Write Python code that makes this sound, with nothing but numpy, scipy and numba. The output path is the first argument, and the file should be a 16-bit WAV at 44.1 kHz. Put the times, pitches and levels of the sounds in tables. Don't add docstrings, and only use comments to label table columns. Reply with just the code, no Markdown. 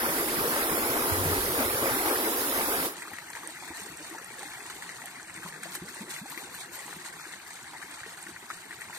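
import sys
import numpy as np
from scipy import signal
from scipy.fft import rfft, irfft, next_fast_len
from scipy.io import wavfile
from scipy.ndimage import uniform_filter1d, minimum_filter1d, map_coordinates
from numba import njit

SR = 44100
rng = np.random.default_rng(int(sys.argv[2]) if len(sys.argv) > 2 else 0)


def to_linear_factor(level_db):
    exponent = np.asarray(level_db, float) / 20
    return 10 ** exponent


def file_out(sig):
    cols = np.atleast_2d(sig).T
    lim = np.clip(cols, -1, 1)
    pcm = np.round(lim * 32767).astype(np.int16)
    wavfile.write(sys.argv[1], SR, pcm)


N = 396009
PIT_N, DITCH_N = 3 * SR, N - int(2.8 * SR)
FADE_START_S, FADE_END_S = 2.862, 2.946


def unit(x):
    return x / np.sqrt(np.mean(np.mean(np.atleast_2d(x), 0) ** 2) + 1e-20)


def curve(rows):
    s, db = np.transpose(rows)
    return np.interp(np.arange(N) / SR, s, db)


def wobble(rate):
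    knots = rng.standard_normal(int(N * rate / SR) + 4)
    return map_coordinates(knots, [np.arange(N) * rate / SR], order=1)


def swells(rows, rise, fall):
    t = np.arange(N) / SR
    total = np.zeros(N)
    for s, long, db in rows:
        hold_end = s + max(long - fall, rise + .001)
        total += db * np.interp(t, [s - rise, s + rise, hold_end, s + long + fall], [0, 1, 1, 0])
    return total


def jolts(s, db, fade):
    kicks = np.bincount(np.clip(s * SR, 0, N - 1).astype(int), to_linear_factor(db), N)
    return signal.lfilter([1], [1, -np.exp(-1 / (fade * SR))], kicks)


@njit
def ring(n, sr, start, hz, cycles, size, aside, rise):
    out = np.zeros((2, n))
    for i in range(len(start)):
        life = cycles[i] / hz[i] * sr
        step = 2 * np.pi * hz[i] / sr
        for k in range(min(int(4 * life), n - start[i])):
            u = k / life
            envelope = size[i] * np.exp(-1.5 * u) * min(1.0, 8 * u)
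            v = envelope * np.sin(step * k * (1 + rise * u / 2))
            out[0, start[i] + k] += v
            out[1, start[i] + k] += v * aside[i]
    return out


def bubbles(n, s, hz, cycles, size, aside, rise):
    start = np.clip(s * SR, 0, n - 1).astype(np.int64)
    return ring(n, SR, start, np.clip(hz, 20, SR / 3), cycles, size, aside, rise)


def cluster(events, count, spacing, scatter, cycles, fall_db, gain_db, rise):
    s, db, hz = np.transpose(events)[:3, :, None]
    g = rng.standard_normal((len(events), count, 3))
    nth = np.arange(count)
    when = s + spacing * nth * np.exp(.3 * g[..., 0])
    pitch = hz * np.exp(scatter * g[..., 1] * (nth > 0))
    size = to_linear_factor(db + gain_db - fall_db * nth)
    aside = .5 * g[..., 2]
    lives = np.full(size.size, cycles)
    return bubbles(N, when.ravel(), pitch.ravel(), lives, size.ravel(), aside.ravel(), rise)


def froth(n, low_hz, high_hz, count, cycles, spread_db, grain_db, patchy_db):
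    u, g = rng.random((count, 3)), rng.standard_normal((count, 2))
    hz = low_hz * (high_hz / low_hz) ** u[:, 1]
    size = hz * to_linear_factor(-spread_db * np.log(u[:, 2] + 0.0042))
    swarm = bubbles(n, n / SR * u[:, 0], hz, cycles * np.exp(0.24 * g[:, 0]), size, g[:, 1], 0.056)
    z = signal.stft(rng.standard_normal((2, n)), nperseg=512)[2]
    field = uniform_filter1d(rng.standard_normal(z.shape[1:]), size=4, axis=0)
    field = uniform_filter1d(field, size=4, axis=1)
    patches = to_linear_factor(patchy_db * field / field.std())
    rush = signal.istft(z * patches, nperseg=512)[1][:, :n]
    return rush / rush.std() + to_linear_factor(grain_db) * swarm / swarm[0].std()


def ports(pair, table, lag_s, lag_hz, low_hz=0, high_hz=SR, tilt_only=False):
    n = pair.shape[1]
    m = next_fast_len(n + 8192)
    hz = np.fft.rfftfreq(m, 1 / SR) + 1
    f, *cols = np.transpose(table)
    left_db, right_db, alike = [np.interp(np.log(hz), np.log(f), c) for c in cols]
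    turn = np.arccos(np.clip(alike, 0, 1)) / 2
    shared, apart = rfft(pair, m) * [np.cos(turn), np.sin(turn)]
    mean_db = (left_db + right_db) / 2 * tilt_only
    band = 1 / np.sqrt((1 + (low_hz / hz) ** 12) * (1 + (hz / high_hz) ** 12))
    late = np.exp(-1j * np.pi * hz * lag_s / (1 + (lag_hz / hz) ** 2))
    left = (shared + apart) * to_linear_factor(left_db - mean_db) * late
    right = (shared - apart) * to_linear_factor(right_db - mean_db) / late
    return irfft(np.array([left, right]) * band, m)[:, :n]


# (frequency [Hz], left [dB per Hz], right [dB per Hz], likeness of ports [0-1])
PIT_PORTS = [(35, 4, 7, 1), (86, -10.5, -13.5, 0.74), (187, -5.5, -11.5, 0.99), (250, 0.5, -2, 0.96),
             (350, 3.5, 4, 0.96), (500, 1, -0.5, 0.94), (695, -5.0, -7.5, 0.98), (1400, -5.5, -12, 0.89),
             (1960, -9, -8, 0.46), (2800, -25.5, -16.5, 0), (4700, -18.5, -20.5, 0), (5840, -22, -21, 0.07),
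             (8000, -23.5, -21, 0), (10350, -18, -12.5, 0), (12500, -23, -12.5, 0.25),
             (16400, -12, -24.5, 0.3)]


def at_pit(pair, low_hz, high_hz, tilt_only=False):
    return unit(ports(pair, PIT_PORTS, 0.000288, 730, low_hz, high_hz, tilt_only))


# (frequency [Hz], left [dB per Hz], right [dB per Hz], likeness of ports [0-1])
DITCH_PORTS = [(30.3, -11, -9, 0.91), (175, -9, -9, 0.97), (350, -2, -3, 0.98), (586, -7, -11.5, 0.44),
               (900, -4.5, -3.5, 0.54), (1240, -6, -7.5, 0.53), (1880, 0, -5.5, 0.96),
               (2390, -5.5, -10.5, 0.52), (2960, -13.5, -12.5, 0.52), (4460, -12, -15.5, 0.14),
               (5270, -22, -19, 0.61), (6150, -13, -20.5, 0.1), (8450, -16, -8, 0.037),
               (9800, -21.5, -18, 0.56), (11000, -17.5, -20.5, 0.26), (12500, -15.5, -26, 0.21),
               (15100, -21, -38, .2), (15600, -28, -42, 0.17)]


def at_ditch(pair, low_hz=0, high_hz=SR, tilt_only=False):
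    return ports(pair, DITCH_PORTS, 0.000212, 2420, low_hz, high_hz, tilt_only)


# (time [s], strength [dB])
DRAUGHT = [(0, -57), (.34, -56), (.42, -48), (.6, -57), (.71, -50), (.77, -57), (.9, -55), (1.15, -51),
           (1.3, -48), (1.5, -51), (2, -54), (2.37, -65), (2.6, -55), (2.9, -61)]


def pit_draught():
    draught_db = curve(DRAUGHT)[:PIT_N]
    rumble = froth(PIT_N, 100, 190, count=40, cycles=3.5, spread_db=2, grain_db=-16, patchy_db=.3)
    upper = to_linear_factor(draught_db + 3) * at_pit(rumble, 75, 205, tilt_only=True)
    lower = to_linear_factor(-53.5 + 0.57 * (draught_db + 51)) * at_pit(rumble, 9.2, 73, tilt_only=True)
    return upper + lower


# (time [s], level [dB])
THROB = [(0, -61), (.45, -57), (1.07, -60), (1.12, -39), (1.28, -35), (1.39, -44), (1.45, -53), (1.66, -51),
         (1.75, -58), (2.05, -64)]


def pit_throb():
    throb_db = curve(THROB)[:PIT_N]
    foam = froth(PIT_N, 83, 85, count=60, cycles=4.2, spread_db=-2, grain_db=-29, patchy_db=8.5)
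    since_peak_s = (np.arange(PIT_N) - throb_db.argmax()) / SR
    sinking = 0.066 * np.clip(since_peak_s, 0, .15) / 0.23
    hz = 92 * (1 + 0.025 * wobble(5.97)[:PIT_N] - sinking)
    tone = np.sin(2 * np.pi * np.cumsum(hz) / SR)
    return to_linear_factor(throb_db - 3.5) * at_pit(foam, 82, 99) + to_linear_factor(throb_db + 1.5) * tone


# (time [s], strength [dB])
CHURN = [(0, -38), (1, -37.5), (1.4, -39), (1.62, -39.5), (1.8, -38), (2.2, -38.5), (2.4, -40), (2.6, -39),
         (2.85, -39.5)]
# (start [s], length [s], swell [dB])
HEAVES = [(.05, 0.11, 1), (.27, 0.041, 2), (.8, 0.084, 3), (.94, 0.046, 3), (1.11, 0.036, 1),
          (1.43, 0.051, 0), (1.57, 0.078, 6), (1.855, 0.043, 5.5), (2.08, 0.087, 1.5), (2.23, 0.023, 3),
          (2.56, 0.058, 4)]


def pit_roar():
    n = PIT_N
    churn_db = curve(CHURN)
    swing_db = churn_db - churn_db[:n].mean() + swells(HEAVES, rise=0.031, fall=0.037)
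    churn = wobble(15)
    plunge_db = -34.68 + .9 * swing_db + .5 * churn
    bubbling_db = -36 + .7 * swing_db + .9 * churn
    spray_db = -31.98 + 0.26 * churn + 0.15 * wobble(39.53)
    plunge = froth(n, 202.2, 803.5, count=1500, cycles=10.1, spread_db=-.5, grain_db=-5, patchy_db=0)
    bubbling = froth(n, 607, 3370, count=4000, cycles=10.1, spread_db=-1, grain_db=-5.5, patchy_db=-.6)
    spray = froth(n, 2400, 15600, count=9000, cycles=1.7, spread_db=1.5, grain_db=-10, patchy_db=1.53)
    roar = to_linear_factor(plunge_db[:n]) * at_pit(plunge, 190, 700)
    roar += to_linear_factor(bubbling_db[:n]) * at_pit(bubbling, 700, 3000)
    roar += to_linear_factor(spray_db[:n]) * at_pit(spray, 3000, 18000)
    return roar


def ditch_rumble():
    low = froth(DITCH_N, 63, 187, count=80, cycles=1.9, spread_db=3.5, grain_db=-21.5, patchy_db=1.4)
    deep = froth(DITCH_N, 30, 60, count=10, cycles=3, spread_db=4, grain_db=-32, patchy_db=8)
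    return to_linear_factor(-65) * unit(at_ditch(low, 62, 210)) + to_linear_factor(-84) * unit(at_ditch(deep, 15, 50))


# (start [s], length [s], swell [dB])
DRONES = [(3.1, .15, 5), (5.35, .14, 11), (5.52, .27, 8), (6.94, .14, 8)]


def pipe_drone():
    drone_db = (-68.5 + swells(DRONES, rise=.02, fall=0.025) + 2 * wobble(7.8))[-DITCH_N:]
    low = froth(DITCH_N, 140, 200, count=200, cycles=6, spread_db=1, grain_db=-10, patchy_db=.8)
    octave = froth(DITCH_N, 290, 370, count=200, cycles=8, spread_db=1, grain_db=-10, patchy_db=.8)
    drone = to_linear_factor(drone_db + 2) * unit(at_ditch(low, 150, 190))
    return drone + to_linear_factor(drone_db - 1) * unit(at_ditch(octave, 300, 360))


# (time [s], strength [dB])
FLOW = [(2.97, -51), (3.6, -51.5), (4.7, -51.5), (5.15, -53), (5.6, -52.5), (6.4, -54), (7.0, -52.5),
        (7.5, -54), (8.5, -53), (8.98, -53.5)]
# (start [s], length [s], swell [dB])
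SURGES = [(3.01, 0.078, 2), (3.3, 0.057, 0.5), (3.75, 0.081, 11), (4.17, 0.16, -2), (4.39, 0.054, 3),
          (4.97, 0.08, 3), (5.14, 0.21, -5.5), (5.33, 0.051, 6), (5.43, 0.07, 8), (5.62, 0.051, 14),
          (5.68, 0.096, 11.5), (5.74, 0.028, 19), (5.88, 0.15, 8), (6.09, 0.11, 19.5), (6.27, 0.08, 5),
          (6.3, 0.14, 16), (6.52, 0.1, 16.5), (6.72, 0.057, 22), (6.8, 0.18, 10), (6.92, 0.048, -3),
          (7.1, 0.053, -3), (7.19, 0.1, 5), (7.47, 0.026, 14), (7.61, 0.034, 5), (7.81, 0.12, 4),
          (8.0, 0.071, -4), (8.21, 0.022, 8), (8.7, 0.035, -1), (8.8, 0.018, 15), (8.93, 0.071, 15)]


def ditch_pour():
    n = DITCH_N
    flow_db = curve(FLOW)
    drift_db = flow_db - flow_db[-n:].mean()
    surge_db = swells(SURGES, rise=0.009, fall=0.013)
    calm_db = np.interp(np.arange(N) / SR, [6.95, 7.2], [0, -3])
    surge = wobble(25)
    plunge_db = -57 + .79 * drift_db + 0.034 * surge_db + .6 * surge + 2 * wobble(9) + calm_db
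    bubbling_db = -49.5 + drift_db + 0.18 * surge_db + surge
    spray_db = -52 + drift_db + 0.34 * surge_db
    mist_db = 1.6 * (spray_db + 48) - 55.5

    lumps = rng.random((250, 2))
    small = jolts(lumps[:, 0] * N / SR, -14 * lumps[:, 1], fade=0.013)
    s, db = np.transpose(SLAPS)[:2]
    large = jolts(s, db + 33, fade=.008)
    bubbling_gain = to_linear_factor(bubbling_db) * (1 + 0.31 * small + 0.5 * large)
    spray_gain = to_linear_factor(spray_db - 1 + 1.3 * surge) * (1 + 1.08 * small + 0.31 * large)
    mist_gain = to_linear_factor(mist_db) * (1 + .3 * small + .3 * large)

    plunge = froth(n, 220, 720, count=600, cycles=8, spread_db=2.2, grain_db=-9, patchy_db=1)
    bubbling = froth(n, 609, 3378, count=5500, cycles=14, spread_db=1, grain_db=-2, patchy_db=0)
    spray = froth(n, 2660, 13900, count=9000, cycles=6.3, spread_db=2, grain_db=-7, patchy_db=2.5)
    mist = froth(n, 10900, 14100, count=3000, cycles=4.8, spread_db=2, grain_db=-3, patchy_db=-4)
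    pour = to_linear_factor(plunge_db[-n:]) * unit(at_ditch(plunge, 200, 650))
    pour += bubbling_gain[-n:] * unit(at_ditch(bubbling, 650, 3000))
    pour += spray_gain[-n:] * unit(at_ditch(spray, 3000, 10500))
    pour += mist_gain[-n:] * unit(at_ditch(mist, 10500, 18000))
    return pour


# (time [s], peak [dB], frequency [Hz])
THUMPS = [(0.405, -35, 140), (0.475, -34, 148), (0.71, -37, 148), (1.005, -42, 140), (1.255, -25.5, 140),
          (1.375, -33, 48), (1.522, -35, 137), (1.74, -35.5, 100), (1.821, -32, 124), (2.582, -41, 150),
          (3.7, -49, 80), (5.815, -50, 70)]


def thumps():
    return cluster(THUMPS, count=1, spacing=0, scatter=0, cycles=3.2, fall_db=0, gain_db=-1, rise=.092)[0]


# (time [s], peak [dB], frequency [Hz])
GLUGS = [(3.132, -44, 252.9), (3.704, -36.5, 290), (3.818, -46, 175), (3.886, -48, 406), (4.125, -51, 299),
         (4.16, -44, 298), (4.214, -43, 400), (4.307, -47, 330), (4.424, -49, 336), (4.621, -44, 334),
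         (4.761, -45, 337), (4.86, -48, 338), (5.113, -55, 157.5), (5.171, -47, 230), (5.22, -50, 320),
         (5.375, -46, 166), (5.449, -43, 171), (5.817, -39, 160), (6.01, -41, 170), (6.09, -45, 320),
         (6.658, -45, 330), (6.857, -48, 277), (6.963, -44, 184), (7.266, -48, 350), (7.434, -54, 280),
         (7.791, -49, 336), (7.842, -45, 340), (8.062, -40.5, 386), (8.263, -45, 288), (8.289, -41, 300),
         (8.426, -45, 336), (8.531, -49, 326)]
# (time [s], peak [dB])
GULPS = [(5.82, -39), (6.038, -47), (6.445, -44), (6.959, -47)]
# (time [s], peak [dB], start frequency [Hz])
CHIRPS = [(6.006, -36, 160), (6.214, -37, 150), (6.372, -42, 250), (6.428, -45, 200)]
# (time [s], peak [dB], frequency [Hz])
GLOOP = [(5.654, -38, 593)]


def glugs():
    pockets = cluster(GLUGS, count=2, spacing=.012, scatter=.3, cycles=4, fall_db=9, gain_db=3, rise=.2)
    alone = dict(count=1, spacing=0, scatter=0, fall_db=0)
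    gulps = [(s, db, 311) for s, db in GULPS]
    pockets += cluster(gulps, cycles=6, gain_db=3, rise=.25, **alone)
    pockets += cluster(CHIRPS, cycles=5, gain_db=2.5, rise=.95, **alone)
    pockets += cluster(GLOOP, cycles=16, gain_db=0, rise=.45, **alone)
    return at_ditch(pockets, low_hz=100, tilt_only=True)


# (time [s], peak [dB], frequency [Hz], left minus right [dB])
SPITS = [(3.3017, -28, 8000, -1.5), (3.3317, -34, 4350, 2), (3.4743, -23.5, 8450, -12),
         (3.9721, -28, 8010, -2.5), (4.0284, -37, 5530, 5), (4.185, -32, 5900, 0), (4.245, -26.5, 9300, -4),
         (4.3941, -44, 4400, 0.5), (4.431, -31, 8450, -3.0), (4.628, -33, 8020, -1.0),
         (4.8077, -40, 8280, -2.5), (5.058, -27, 8500, -11), (5.2296, -32, 7300, -0.5),
         (5.342, -32, 7160, 6), (5.3634, -31, 8500, -7), (5.6343, -24, 8500, -2.5), (5.751, -30, 8700, -4),
         (5.946, -30, 9100, 1.0), (6.0942, -31, 8400, -2.0), (6.2996, -29, 8390, -3.5),
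         (6.542, -36, 8370, -0.5), (6.7328, -32, 7900, -0.5), (6.7906, -27.5, 8700, -1.0),
         (6.8642, -29.5, 8400, -9), (6.935, -28, 7950, -3.5), (7.629, -34, 7520, 7), (7.912, -32, 8700, -4),
         (8.2273, -28, 8350, -2.5), (8.8107, -29, 9000, -2), (8.954, -32, 8470, 2)]


def spits():
    drops = cluster(SPITS, count=7, spacing=0.00078, scatter=0.184, cycles=9.9,
                    fall_db=4.5, gain_db=-.5, rise=.03)
    pan_db = np.interp(np.arange(N) / SR, *np.transpose(SPITS)[[0, 3]])
    return drops[0] * to_linear_factor([pan_db / 2, -pan_db / 2])


# (time [s], peak [dB], bubble frequency [Hz])
SLAPS = [(3.021, -23.5, 1880), (3.134, -30, 1860), (3.185, -26, 1840), (3.303, -40, 1730),
         (3.352, -24, 1660), (3.548, -36, 1850), (4.431, -31.5, 1780), (4.534, -33, 1740),
         (4.699, -30, 1420), (4.823, -30.5, 1820), (4.892, -26, 1850), (5.074, -33, 1870),
         (5.297, -28, 2090), (5.431, -30, 1590), (5.54, -30, 1720), (5.631, -27.5, 1460),
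         (5.752, -26.5, 1670), (6.376, -23.5, 1960), (6.929, -30, 1400), (7.337, -30, 1980),
         (7.734, -33, 920), (7.817, -31, 1550), (8.005, -34, 1770), (8.033, -26.5, 1520),
         (8.267, -30, 1880), (8.352, -37, 1820), (8.502, -21, 1240), (8.709, -27.5, 1770),
         (8.817, -28, 1820), (8.898, -31, 920)]
# (time [s], peak [dB], bubble frequency [Hz])
EXTRA_SLAPS = [(3.074, -29, 1210), (3.3, -34, 900), (3.365, -31, 900), (3.624, -32.5, 840), (4.148, -28.5, 855),
               (4.182, -27, 1600), (4.428, -32.5, 800), (5.04, -34, 790), (5.46, -28, 1000), (6.164, -27, 2070),
               (6.256, -33, 774), (6.322, -31, 930), (6.42, -36, 775), (6.88, -32, 930), (7.254, -29, 1610),
               (8.728, -27.5, 1930)]
# (time [s], peak [dB], bubble frequency [Hz])
MORE_SLAPS = [(3.036, -30, 1880), (3.052, -31, 1140), (3.115, -33.5, 810), (3.334, -29, 1750), (3.371, -28, 1830),
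              (3.433, -31, 1120), (3.561, -29, 1760), (3.679, -30, 1760), (3.711, -32.5, 953), (3.823, -35, 1830),
              (4.23, -38, 1850), (5.019, -30, 1830), (5.198, -30.5, 1520), (5.377, -28, 1900), (5.525, -36, 1800),
              (5.561, -31, 1560), (5.884, -37, 1540), (6.304, -34, 1860), (6.472, -35, 786), (6.543, -30, 1540),
              (7.197, -30, 1310), (7.676, -43, 1890), (7.749, -35, 840), (7.767, -31, 1840), (7.827, -27, 1720),
              (7.85, -36, 1800), (8.055, -29.5, 1890), (8.174, -32, 1550), (8.362, -27, 1850), (8.638, -38, 1870),
              (8.93, -28, 1880)]


def slaps():
    u = rng.standard_normal((30, 2))
    when = rng.uniform(FADE_END_S, N / SR, len(u))
    lesser = np.c_[when, -41.5 + 3 * u[:, 0], 1534 * np.exp(.3 * u[:, 1])]
    lumps = cluster(np.r_[SLAPS, EXTRA_SLAPS, MORE_SLAPS, lesser], count=3, spacing=0.0049, scatter=.13,
                    cycles=5.3, fall_db=4.5, gain_db=-1.5, rise=.033)
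    return at_ditch(lumps, low_hz=100, tilt_only=True)


def scene():
    cross = np.interp(np.arange(N) / SR, [FADE_START_S, FADE_END_S], [0, 1])
    pit = np.pad(pit_draught() + pit_throb() + pit_roar(), ((0, 0), (0, N - PIT_N)))
    ditch = np.pad(ditch_rumble() + pipe_drone() + ditch_pour(), ((0, 0), (N - DITCH_N, 0)))
    places = to_linear_factor(-19 * cross) * (cross < 1) * pit + np.sqrt(cross) * ditch
    return places + thumps() + glugs() + spits() + slaps()


# (frequency [Hz], each port over the pit [dB], sum of ports over the pit [dB], ditch [dB])
GAPS = [(1500, -10, -10, -12), (1800, -9, -4, -12), (2300, -7, -8, -10), (2750, -6, -6, -4.8),
        (3250, -6, -6, -3.2), (3700, -5.5, -5.5, -4.5), (4300, -4, -2.3, -7), (5100, -5.5, -5.5, -6),
        (6100, -3.8, -2.2, -6.5), (6900, -4.8, -4.4, -7), (8300, -4, -3.7, -7), (9500, -5.5, -6, -6),
        (10600, -6.5, -6.5, -5), (11000, -6.5, -6.5, -2.8), (11500, -6.5, -6.5, -6.5),
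        (14000, -5.5, -4.8, -6.5)]


def thin(pair, pit_db, ditch_db):
    hz, s, z = signal.stft(pair, SR, window="cosine", nperseg=2048, noverlap=1024)
    wide = 8
    power = (np.abs(z[:, :-1]) ** 2).reshape(len(z), -1, wide, len(s)).mean(axis=2)
    hz = hz[:-1].reshape(-1, wide).mean(axis=1)
    f = np.transpose(GAPS)[0]
    pit_dip = np.interp(hz, f, pit_db, left=-40)[:, None]
    ditch_dip = np.interp(hz, f, ditch_db, left=-40)[:, None]
    dip_db = np.where(s < FADE_END_S, pit_dip, ditch_dip)
    keep = power >= uniform_filter1d(power, size=5, axis=1) * to_linear_factor(2 * dip_db)
    keep = np.where((hz > 3000)[:, None], minimum_filter1d(keep * 1, size=2, axis=1), keep) > 0
    audible = uniform_filter1d(power, size=2, axis=1) > to_linear_factor(2 * -93.5)
    keep &= audible | (hz < 13300)[:, None]
    keep = np.repeat(minimum_filter1d(keep * 1., size=2, axis=2), wide, axis=1)
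    z = z * np.pad(keep, ((0, 0), (0, 1), (0, 0)))
    return signal.istft(z, SR, window="cosine", nperseg=2048, noverlap=1024)[1][:, :N]


def top_cut(x):
    return signal.sosfilt(signal.butter(12, 15790, fs=SR, output="sos"), x)


def record(dry):
    _, port_db, sum_db, ditch_db = np.transpose(GAPS)
    left, right = thin(dry, port_db, ditch_db - 4)
    mid, side = thin(np.array([left + right, left - right]) / 2, sum_db, ditch_db)
    return top_cut(np.array([mid + side, mid - side]))


dry = scene()
out = record(dry)
file_out(out)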